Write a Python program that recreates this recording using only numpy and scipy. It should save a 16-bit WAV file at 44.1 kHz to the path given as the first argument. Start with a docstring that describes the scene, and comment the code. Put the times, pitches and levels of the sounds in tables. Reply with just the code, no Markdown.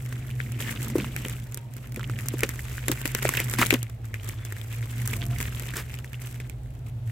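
"""An engine outside throbs in a room with faint noise: beating orders of its cycle through broad resonances.
Hands then tear open and crumple a plastic mailer around a cardboard box, heard in stereo.
The film rustles, snaps and squeaks: noise puffs and ticks ring its patches, all coloured by one sheet.
Tugs boom in the box as short, sagging sines; faint tones are narrow noise; the seam rips in dense slips."""
import sys
import numpy as np
from scipy import signal
from scipy.fft import rfft, irfft
from scipy.io import wavfile
from scipy.ndimage import uniform_filter1d

SR = 44100
rng = np.random.default_rng(int(sys.argv[2]) if len(sys.argv) > 2 else 0)


def digitize_waveform(pressure):
    """Quantize a signal to 16-bit integers and store it at the path in sys.argv[1].

    Rows of a 2-D input are taken as channels; values are limited to [-1, 1].
    """
    field = np.atleast_2d(pressure).T
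    bounded = np.clip(field, -1, 1)
    quanta = np.round(bounded * 32767).astype(np.int16)
    wavfile.write(sys.argv[1], SR, quanta)


N = 313551


def amp(db):
    """Decibels to gain."""
    return 10 ** (np.asarray(db) / 20)


def evened(x):
    """Scales to rms 1."""
    return x / np.sqrt(np.mean(x ** 2) + 1e-20)


def read(points, hz):
    """Reads a table over log frequency."""
    f, value = np.transpose(points)
    return np.interp(np.log(hz + 1), np.log(f + 1), value)


def curves(rows):
    """Columns of a time table, one value a sample."""
    s, *columns = np.transpose(rows)
    t = np.arange(N) / SR
    return [np.interp(t, s, column) for column in columns]


def colour(x, points):
    """Causal minimum-phase filter of unit energy with the given spectrum shape."""
    shape_db = np.maximum(read(points, np.fft.rfftfreq(4096, 1 / SR)), -70)
    half = shape_db * np.log(10) / 20
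    log_gain = np.concatenate([half, half[-2:0:-1]])
    taps = np.fft.ifft(np.exp(np.conj(signal.hilbert(log_gain)))).real[:2048]
    taps /= np.linalg.norm(taps)
    return signal.oaconvolve(x, taps[None], axes=1)[:, :N]


def resonate(x, hz, width_hz):
    """Shifts the curve hz down to zero, smooths, and shifts back: a resonance of gain 1."""
    turn = np.exp(2j * np.pi * np.cumsum(hz * np.ones(len(x))) / SR)
    r = np.exp(-np.pi * width_hz / SR)
    smooth = signal.lfilter([1 - r], [1, -r], x / turn)
    return 2 * (turn * smooth).real


def blend(left, other, same):
    """Left and right of a given likeness, from two unrelated noises."""
    same = np.clip(same, 0, 1)
    return np.array([left, same * left + np.sqrt(1 - same ** 2) * other])


def pair(same):
    """Two channels of white noise with a given likeness."""
    left, other = rng.standard_normal((2, N))
    return blend(left, other, same)


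def dying(clicks, t60_s):
    """Each click becomes an exponentially dying envelope."""
    return signal.lfilter([1], [1, -10 ** (-3 / (t60_s * SR))], clicks)


def add(mix, s, sound):
    """Mixes a sound in at a time."""
    part = mix[..., round(s * SR):][..., :sound.shape[-1]]
    part += sound[..., :part.shape[-1]]


# engine speed: (time [s], cycle rate [Hz])
CYCLE_RATE = [(0, 10.3), (1.5, 11.2), (2.3, 9.35), (4.5, 9.1), (5.7, 11), (7.11, 9.15)]
# centre of the boom resonance: (time [s], frequency [Hz])
BOOM_CENTRE = [(0, 122.6), (3.7, 122.6), (4.1, 107.9), (4.7, 112), (5.2, 118.1), (5.9, 124.2),
               (7.11, 117.5)]
# engine in the room: (time [s], boom level [dB], rumble level [dB], upper noise level [dB])
ENGINE_LEVELS = [(0.0, -33.5, -44, -51.5), (0.38, -32.5, -44, -47), (1.05, -36.5, -37.5, -38),
                 (1.35, -35.5, -37, -49.5), (1.62, -41.5, -50, -58.5), (2.15, -32, -44, -42),
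                 (2.65, -38.5, -40, -54), (3.62, -31, -45.5, -46), (3.88, -37.5, -45.5, -57),
                 (4.67, -34.5, -46, -58), (5.17, -30.5, -39, -43), (5.41, -34, -34.5, -44),
                 (5.95, -38.5, -44, -55), (6.73, -40, -41.5, -55), (7.11, -31.5, -47, -53)]
# boom resonance: (frequency over centre [ratio], relative level [dB])
BOOM_SHAPE = [(.75, -49), (.86, -0.5), (.93, -2.5), (1.0, 9.5), (1.08, 1), (1.22, -67)]
# low-order resonances: (frequency [Hz], relative level [dB])
RUMBLE_SHAPE = [(30, -57), (46, 1.5), (58, -2), (76, 0.5), (88, -29), (110, -12)]


def hum():
    """The orders of a slow engine cycle pass broad resonances; neighbours beat at the cycle rate."""
    (cycle_hz,), (centre_hz,) = curves(CYCLE_RATE), curves(BOOM_CENTRE)
    boom_db, rumble_db, upper_db = curves(ENGINE_LEVELS)
    phase = 2 * np.pi * np.cumsum(cycle_hz) / SR
    boom, rumble, power = np.zeros((3, N))
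    for k in range(3, 17):
        order = np.sqrt(2) * np.sin(k * phase + 2 * np.pi * rng.random())
        drift = uniform_filter1d(uniform_filter1d(rng.standard_normal(N), 9000), 9000)
        uneven = amp(3.1 * evened(drift))
        gain = uneven * amp(np.interp(k * cycle_hz / centre_hz, *np.transpose(BOOM_SHAPE)))
        boom += gain * order
        power += gain ** 2
        rumble += uneven * amp(read(RUMBLE_SHAPE, k * cycle_hz)) * order
    boom_noise, upper_noise, side_noise = rng.standard_normal((3, N))
    rough = evened(resonate(resonate(boom_noise, centre_hz, 9.8), centre_hz, 12.7))
    boom = boom / np.sqrt(power) + amp(-6.0) * rough
    upper = evened(resonate(resonate(upper_noise, 221.0, 44), 166, 510))
    mono = amp(boom_db) * boom + amp(rumble_db) * evened(rumble) + amp(upper_db) * upper
    # opposite sign left and right
    apart = amp(boom_db - 33.0) * evened(resonate(resonate(side_noise, 91, 70), 91, 70))
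    return mono * amp([[-.4], [.4]]) + np.outer([1, -1], apart)


# room noise spectrum: (frequency [Hz], relative density [dB per Hz])
AIR_SPECTRUM = [(88, -13), (150, -2.5), (222, -9), (309, -10), (578, -14.5), (649, -11.5), (979, -22),
                (3770, -31), (5150, -36), (16000, -38.5)]
# room noise width: (frequency [Hz], left-right likeness [0..1])
AIR_LIKENESS = [(130, 0), (290, 1), (640, 0.24), (1400, 0)]
AIR_DB = -52  # rms


def air():
    """Room noise: most alike left and right in the low range, unrelated in the treble."""
    left, other = rfft(rng.standard_normal((2, N)))
    hz = np.fft.rfftfreq(N, 1 / SR)
    both = blend(left, other, read(AIR_LIKENESS, hz)) * amp(read(AIR_SPECTRUM, hz))
    return amp(AIR_DB) * evened(irfft(both, N))


# body of the folded film: (frequency [Hz], relative density [dB per Hz])
FILM_BODY = [(410, 7.5), (700, -4), (947, -3), (1160, -4.5), (1400, -2.5), (2100, 1.5), (3500, -4.5),
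             (4400, -7.5), (8200, -9), (12100, -120)]
# small creases: (frequency [Hz], relative density [dB per Hz])
FILM_FIZZ = [(2060, -11), (3500, -10), (5600, -3), (8150, 3.5), (9200, -3), (12300, 1.5), (15100, -1.5),
             (16000, -9.5)]


def film():
    """Rustle, creases, snaps and squeaks all sound through the same film."""
    work_db = handling_db() + slides_db()
    loud, wake = snaps()
    body, fizz = rustle(work_db, wake) + creases(work_db) + loud
    body += squeaks()
    return colour(body, FILM_BODY) + colour(fizz, FILM_FIZZ)


# how hard the hands work the film: (time [s], drive level [dB])
HANDLING = [(0.0, -49), (0.38, -52.5), (0.79, -43), (1.23, -50.5), (1.56, -56.5), (1.78, -70), (2.3, -43.5),
            (2.39, -48.5), (3.55, -39), (3.64, -36.5), (3.88, -55.5), (3.97, -69), (4.06, -59.5),
            (4.34, -52), (4.77, -52), (5.01, -43.5), (5.2, -44.5), (5.29, -52.5), (5.64, -43.5),
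            (6.38, -65), (6.5, -66.5), (7.11, -65.5)]


def handling_db():
    """Drive of the rustle and creases by the hands."""
    return curves(HANDLING)[0]


TREBLE_DB = -0.5  # treble offset of rustle and creases
WAKE_T60_S = 0.08


def rustle(work_db, wake):
    """Sliding hiss and ticking patches follow the hands; each snap leaves them rustling."""
    rustle_db = 20 * np.log10(amp(work_db) + dying(wake, WAKE_T60_S))
    body_flutter_db, fizz_flutter_db = 3.5 * evened(uniform_filter1d(rng.standard_normal((2, N)), 500))
    body = amp(rustle_db - 7 + body_flutter_db) * pair(0.56)
    body += amp(rustle_db - 6.5) * patches()
    fizz_db = (rustle_db + work_db) / 2 + TREBLE_DB - 5.0 + fizz_flutter_db
    return np.array([body, amp(fizz_db) * pair(0.045)])


def patches():
    """Patches of film of different pitch each tick by fits and starts; every tick rings its patch."""
    out = np.zeros((2, N))
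    for hz in np.geomspace(1100, 3400, num=8):
        drift = uniform_filter1d(uniform_filter1d(rng.standard_normal(N), 500), 500)
        fits = amp(5 * evened(drift))
        sizes = amp(3.5 * np.minimum(rng.exponential(1, N), 4))
        ticks = fits * sizes * (rng.random(N) < 260 / SR)  # mean 260 ticks a second
        out += np.array([resonate(ticks * side, hz, 0.19 * hz) for side in pair(0.45)])
    return evened(out)


def creases(work_db):
    """One fold sets off its neighbours: small buckles in bunches, many small and few large."""
    sheet = np.zeros((2, 2, N))  # body and fizz, each left and right
    bunches = N * rng.random(500)
    for when, later, size, dull, side, pitch, length, lag in rng.random((1100, 8)):
        start = bunches[int(when * len(bunches))]
        at = int(min(start + .03 * SR * later, N - 1))
        db = work_db[at] + 13 - 4 * np.log(size + 0.04)
        treble_db, pan_db = TREBLE_DB - 28 * dull, 8 * (side - .5)
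        hz, length_s = 1100 * 3.2 ** pitch, 0.00015 + 0.0015 * length ** 2
        add(sheet, at / SR, snap(db, treble_db, pan_db, hz, length_s, int(18 * lag - 9), 0))
    return sheet


RING = 0.33  # ring width over patch pitch


def snap(db, treble_db, pan_db, hz, length_s, lag, crack):
    """A patch buckles: a short puff rings it and the creases fizz; lag [samples] delays the right side."""
    t = np.arange(900) / SR
    flutter = amp(-18 - 60 * t / 0.03) * (1 - np.exp(-t / 0.00061))
    lengths_s = (length_s, 1.13 * length_s)  # body, fizz
    shape = np.array([(t / x) * np.exp(1 - t / x) + flutter for x in lengths_s])[:, None]
    near, far, hiss, other = rng.standard_normal((4, len(t)))
    near[10] += crack  # one hard click within the puff
    body = [near, 0.66 * near + 0.36 * far]
    fizz = [hiss, 0.5 * near + other]
    puffs = shape * np.array([body, fizz])
    direct = min(amp(treble_db + 4), .6)
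    puffs[0] = [direct * p + resonate(resonate(p, hz, RING * hz), hz, hz) for p in puffs[0]]
    puffs /= np.linalg.norm(puffs, axis=2, keepdims=True)  # unit energy per band and side
    puffs[1] *= amp(treble_db + 12.0)
    left = np.pad(puffs[:, 0], [(0, 0), (10, 10)])
    right = np.pad(puffs[:, 1], [(0, 0), (10 + lag, 10 - lag)])
    return np.stack([left, right], 1) * amp(db + pan_db * np.array([[.5], [-.5]]))


# loud snaps: (time [s], level [dB], treble share [dB], patch pitch [Hz], left minus right [dB])
SNAPS = [(0.1255, -26, -13.5, 2030, 0.5), (0.4016, -18.5, -50, 1610, 11), (0.6043, -26.5, -4.5, 2360, -3.5),
         (0.8281, -30, 0.5, 1490, -3.5), (0.8998, -24.5, -14, 1750, -1.5), (0.982, -23, -7, 2430, -4.5),
         (1.044, -22, -34, 1170, 0), (1.1629, -17, -10.5, 2310, -3), (1.2487, -20.5, -14, 1820, -3),
         (1.2965, -27, -5, 1810, 0), (1.5217, -35, -5, 2150, -4), (1.5439, -32.5, 6, 1850, -2.5),
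         (1.573, -22.5, -7, 1450, -2.5), (1.7657, -33.5, -3, 1860, -5), (1.9208, -34.5, -4, 2150, -2.5),
         (1.944, -33, -7, 2150, -1.5), (1.9603, -22, -13, 2370, -3), (1.9943, -23.5, -18, 1300, -0.5),
         (2.03, -26, -20, 1750, -0.5), (2.097, -20, -20.5, 1260, -2.5), (2.188, -21.5, -13, 1900, -2),
         (2.208, -36, 1, 1460, 0), (2.2846, -27.5, 7, 2250, -1.5), (2.391, -23, -8, 1750, 1.5),
         (2.4057, -24, -1, 2470, -1), (2.4334, -6, -15.5, 2300, 1), (2.4907, -18, -7, 1800, -2.5),
         (2.5914, -25, -30, 1890, 0), (2.78, -23, -21, 1700, 0), (2.882, -11.5, -5, 1940, -1),
         (2.9155, -14, -3.5, 1800, 1), (2.916, -24, -22, 1470, 0), (3.045, -44, -11, 2000, 3),
         (3.055, -12, -11.5, 1640, 0.5), (3.0762, -29, 3, 1960, 0.5), (3.1485, -8.5, -8.5, 1990, -1.5),
         (3.2238, -15.5, -14, 1630, -2), (3.2274, -18.5, -9, 2020, -2), (3.252, -10, -17, 1730, -2),
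         (3.2904, -9.5, -6.5, 2230, 0.5), (3.338, -14.5, -31, 1560, -0.5), (3.37, -24, 1, 2400, -4),
         (3.3728, -14, -23, 2130, -3), (3.4008, -10.5, -11, 2210, 1), (3.537, -13.5, -9.5, 1910, -1.5),
         (3.5867, -11.5, -14, 1050, 2.5), (3.6156, -4, -19.5, 1160, 0.5), (3.661, -16, -13, 3520, 9),
         (3.6658, -32.5, 13.5, 2280, 0.5), (3.7056, -3.5, -17.5, 2740, 9.5), (3.7262, -15, -18, 2180, 5),
         (3.7389, -6.5, -13, 1070, 9), (3.829, -27, 1, 2860, 2.5), (3.897, -36, -4, 1700, 0.5),
         (4.0436, -35.5, -17, 1430, 4), (4.141, -19, -17, 1950, 3.5), (4.278, -30.5, -11, 3220, 1),
         (4.45, -25, -6.5, 1590, -1.5), (4.523, -22, -11.5, 1700, 3), (4.5655, -28, -16, 1790, -0.5),
         (4.583, -36, -14, 3400, -11), (4.6136, -34, -17, 3260, 26), (4.8266, -27.5, -19, 1930, 1.5),
         (5.0569, -37, 5, 2010, 2), (5.075, -21.5, 0, 1650, -1), (5.1098, -30, -11, 2030, -1),
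         (5.1329, -20, -17, 1780, 0.5), (5.225, -26, -34, 1680, -2), (5.4024, -17.5, -12, 2170, -1.5),
         (5.4266, -30, 3, 2500, -1), (5.472, -30, -19, 1780, -5), (5.4814, -24, -19, 1820, 1.5),
         (5.6835, -27, -14, 1910, -1.5), (5.737, -23, -17, 1630, -2), (5.7679, -25, -1.5, 1710, -3),
         (5.896, -32, -19, 2360, -3), (5.9403, -23, -13, 2610, 3), (5.9875, -26, -12.5, 2840, 1),
         (6.0442, -28, -13, 1900, 1), (6.076, -38, -25, 3300, 2), (6.118, -47, -14, 2500, -4),
         (6.1309, -27, -13.5, 3420, -5.5), (6.143, -27, -29, 2740, 0), (6.343, -34, -13, 2200, -3),
         (6.4007, -23.5, -19.5, 1780, -1.5), (6.4966, -31, -11, 2600, -19)]
LAG_PER_DB = 2  # samples per dB of side: the louder side lags, up to 9
CRACK = 4  # click height over the puff's noise
WAKE_DB = -18  # rustle after a snap, re table level


def snaps():
    """Loud buckles of the film, and the clicks that start their rustling wakes."""
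    sheet, wake = np.zeros((2, 2, N)), np.zeros(N)
    for s, db, treble_db, hz, pan_db in SNAPS:
        lag = int(np.clip(-LAG_PER_DB * pan_db, -9, 9))
        add(sheet, s + .0003, snap(db + 7, treble_db, pan_db, hz, 0.00042, lag, CRACK))
        wake[round(s * SR)] = amp(db + WAKE_DB)
    return sheet, wake


# fingers slide over the film: (start [s], length [s], swell [dB])
SLIDES = [(0.579, 0.17, 8.5), (0.955, 0.098, 5.5), (1.15, 0.27, 6), (1.696, 0.21, 14), (4.177, 0.18, 7.5),
          (4.693, 0.11, 5.5), (5.285, 0.2, 8), (6.164, 0.36, 11.5), (6.855, 0.046, 12), (7.03, 0.3, 13.5)]
SLIDE_EDGE = 0.42  # share of a slide spent swelling and fading


def slides_db():
    """Each slide swells the film's drive, holds and fades."""
    out = np.zeros(N)
    for start, length_s, db in SLIDES:
        add(out, start, db * signal.windows.tukey(round(length_s * SR), SLIDE_EDGE))
    return out


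# tugs on the box: (time [s], level [dB], settled pitch [Hz], t60 [s])
BOOMS = [(0.955, -14.5, 320, 0.03), (0.982, -21, 269, 0.047), (1.259, -26, 253, 0.016),
         (1.972, -24.5, 231, 0.01), (2.338, -23, 289, 0.025), (2.431, -15, 354, 0.017),
         (2.896, -21.5, 287, 0.041), (3.052, -27, 266, 0.027), (3.151, -33, 338, 0.027),
         (3.251, -14, 526, 0.021), (3.402, -25, 338, 0.02), (3.589, -24, 242, 0.12),
         (3.7259, -10, 313, 0.026), (3.74, -19, 244, 0.056)]


def box():
    """A tug rings the hollow box for a few cycles, the pitch sagging, with a rougher wake."""
    out, wake, t = np.zeros(N), np.zeros(N), np.arange(5000) / SR
    for s, db, hz, t60_s in BOOMS:
        cycles = hz * (t + 0.00097 * (1 - np.exp(-t / 0.004)))
        decay = amp(db + 6.5 - 60 * t / max(t60_s, .008))
        attack = 1 - np.exp(-t / 0.0015)
        add(out, s, decay * attack * np.sin(2 * np.pi * cycles))
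        wake[round(s * SR)] = amp(db - 8)
    # (frequency [Hz], relative density [dB per Hz])
    rough_spectrum = [(150, -31.0), (240, -0.5), (500, 0.0), (800, -23), (1300, -17.5), (3000, -34.0)]
    rough = colour(dying(wake, 0.07) * pair(0.95), rough_spectrum)
    return out * amp([[.5], [-.5]]) + rough


# faint tones: (start [s], end [s], pitch [Hz], level [dB])
TONES = [(1.402, 1.75, 930, -62.5), (4.33, 4.51, 3440, -62), (5.12, 5.397, 685, -53)]


def tones():
    """Thin, slightly fuzzy tones from narrow noise come and go in the background."""
    out = np.zeros(N)
    for start, end, hz, db in TONES:
        noise = rng.standard_normal(round((end - start) * SR))
        tone = evened(resonate(noise, hz, 30.0))
        add(out, start, amp(db) * tone * signal.windows.tukey(len(noise), .5))
    return out


# rips along the seam: (start [s], end [s], level [dB])
RIPS = [(3.312, 3.44, -43.5), (3.583, 3.647, -30), (5.754, 5.828, -40.5)]


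def rips():
    """The seam gives way in a dense, ragged run of slips that shakes film and box together."""
    push = np.zeros(N)
    for start, end, db in RIPS:
        u = np.linspace(0, 1, round((end - start) * SR))
        add(push, start, amp(db) * np.minimum(20 * u, 1) * np.sqrt(1 - u ** 2))  # fast in, slow out
    kicks = rng.exponential(1, N) * (rng.random(N) < 500 / SR)  # mean 500 a second
    slips = 1.08 + evened(dying(kicks, 0.048))
    # (frequency [Hz], relative density [dB per Hz])
    spectrum = [(150, -74), (300, 2.0), (700, -10.5), (1800, 0.0), (4000, -12.5), (16000, -15.0)]
    return colour(push * slips * pair(0.82), spectrum)


# film rubs on film: (start [s], length [s], pitch [Hz], level [dB])
SQUEAKS = [(3.386, 0.014, 2000, -34.5), (4.126, 0.043, 2020, -56)]


def squeaks():
    """Rubbing film sings briefly: noise through a resonance, the same in both channels."""
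    out = np.zeros((2, N))
    for start, length_s, hz, db in SQUEAKS:
        rub = rng.standard_normal(round(length_s * SR))
        song = evened(resonate(rub, hz, RING * hz / 2))
        add(out, start, amp(db) * song * signal.windows.tukey(len(rub), .5))
    return out


def scene():
    """All sources together."""
    return hum() + air() + film() + box() + tones() + rips()


EDGE_HZ = 16200


def record(dry):
    """Linear-phase low-pass at the band edge."""
    taps = signal.firwin(511, EDGE_HZ, window=("kaiser", 9), fs=SR)
    return signal.oaconvolve(dry, taps[None], "same")


dry = scene()
out = record(dry)
digitize_waveform(out)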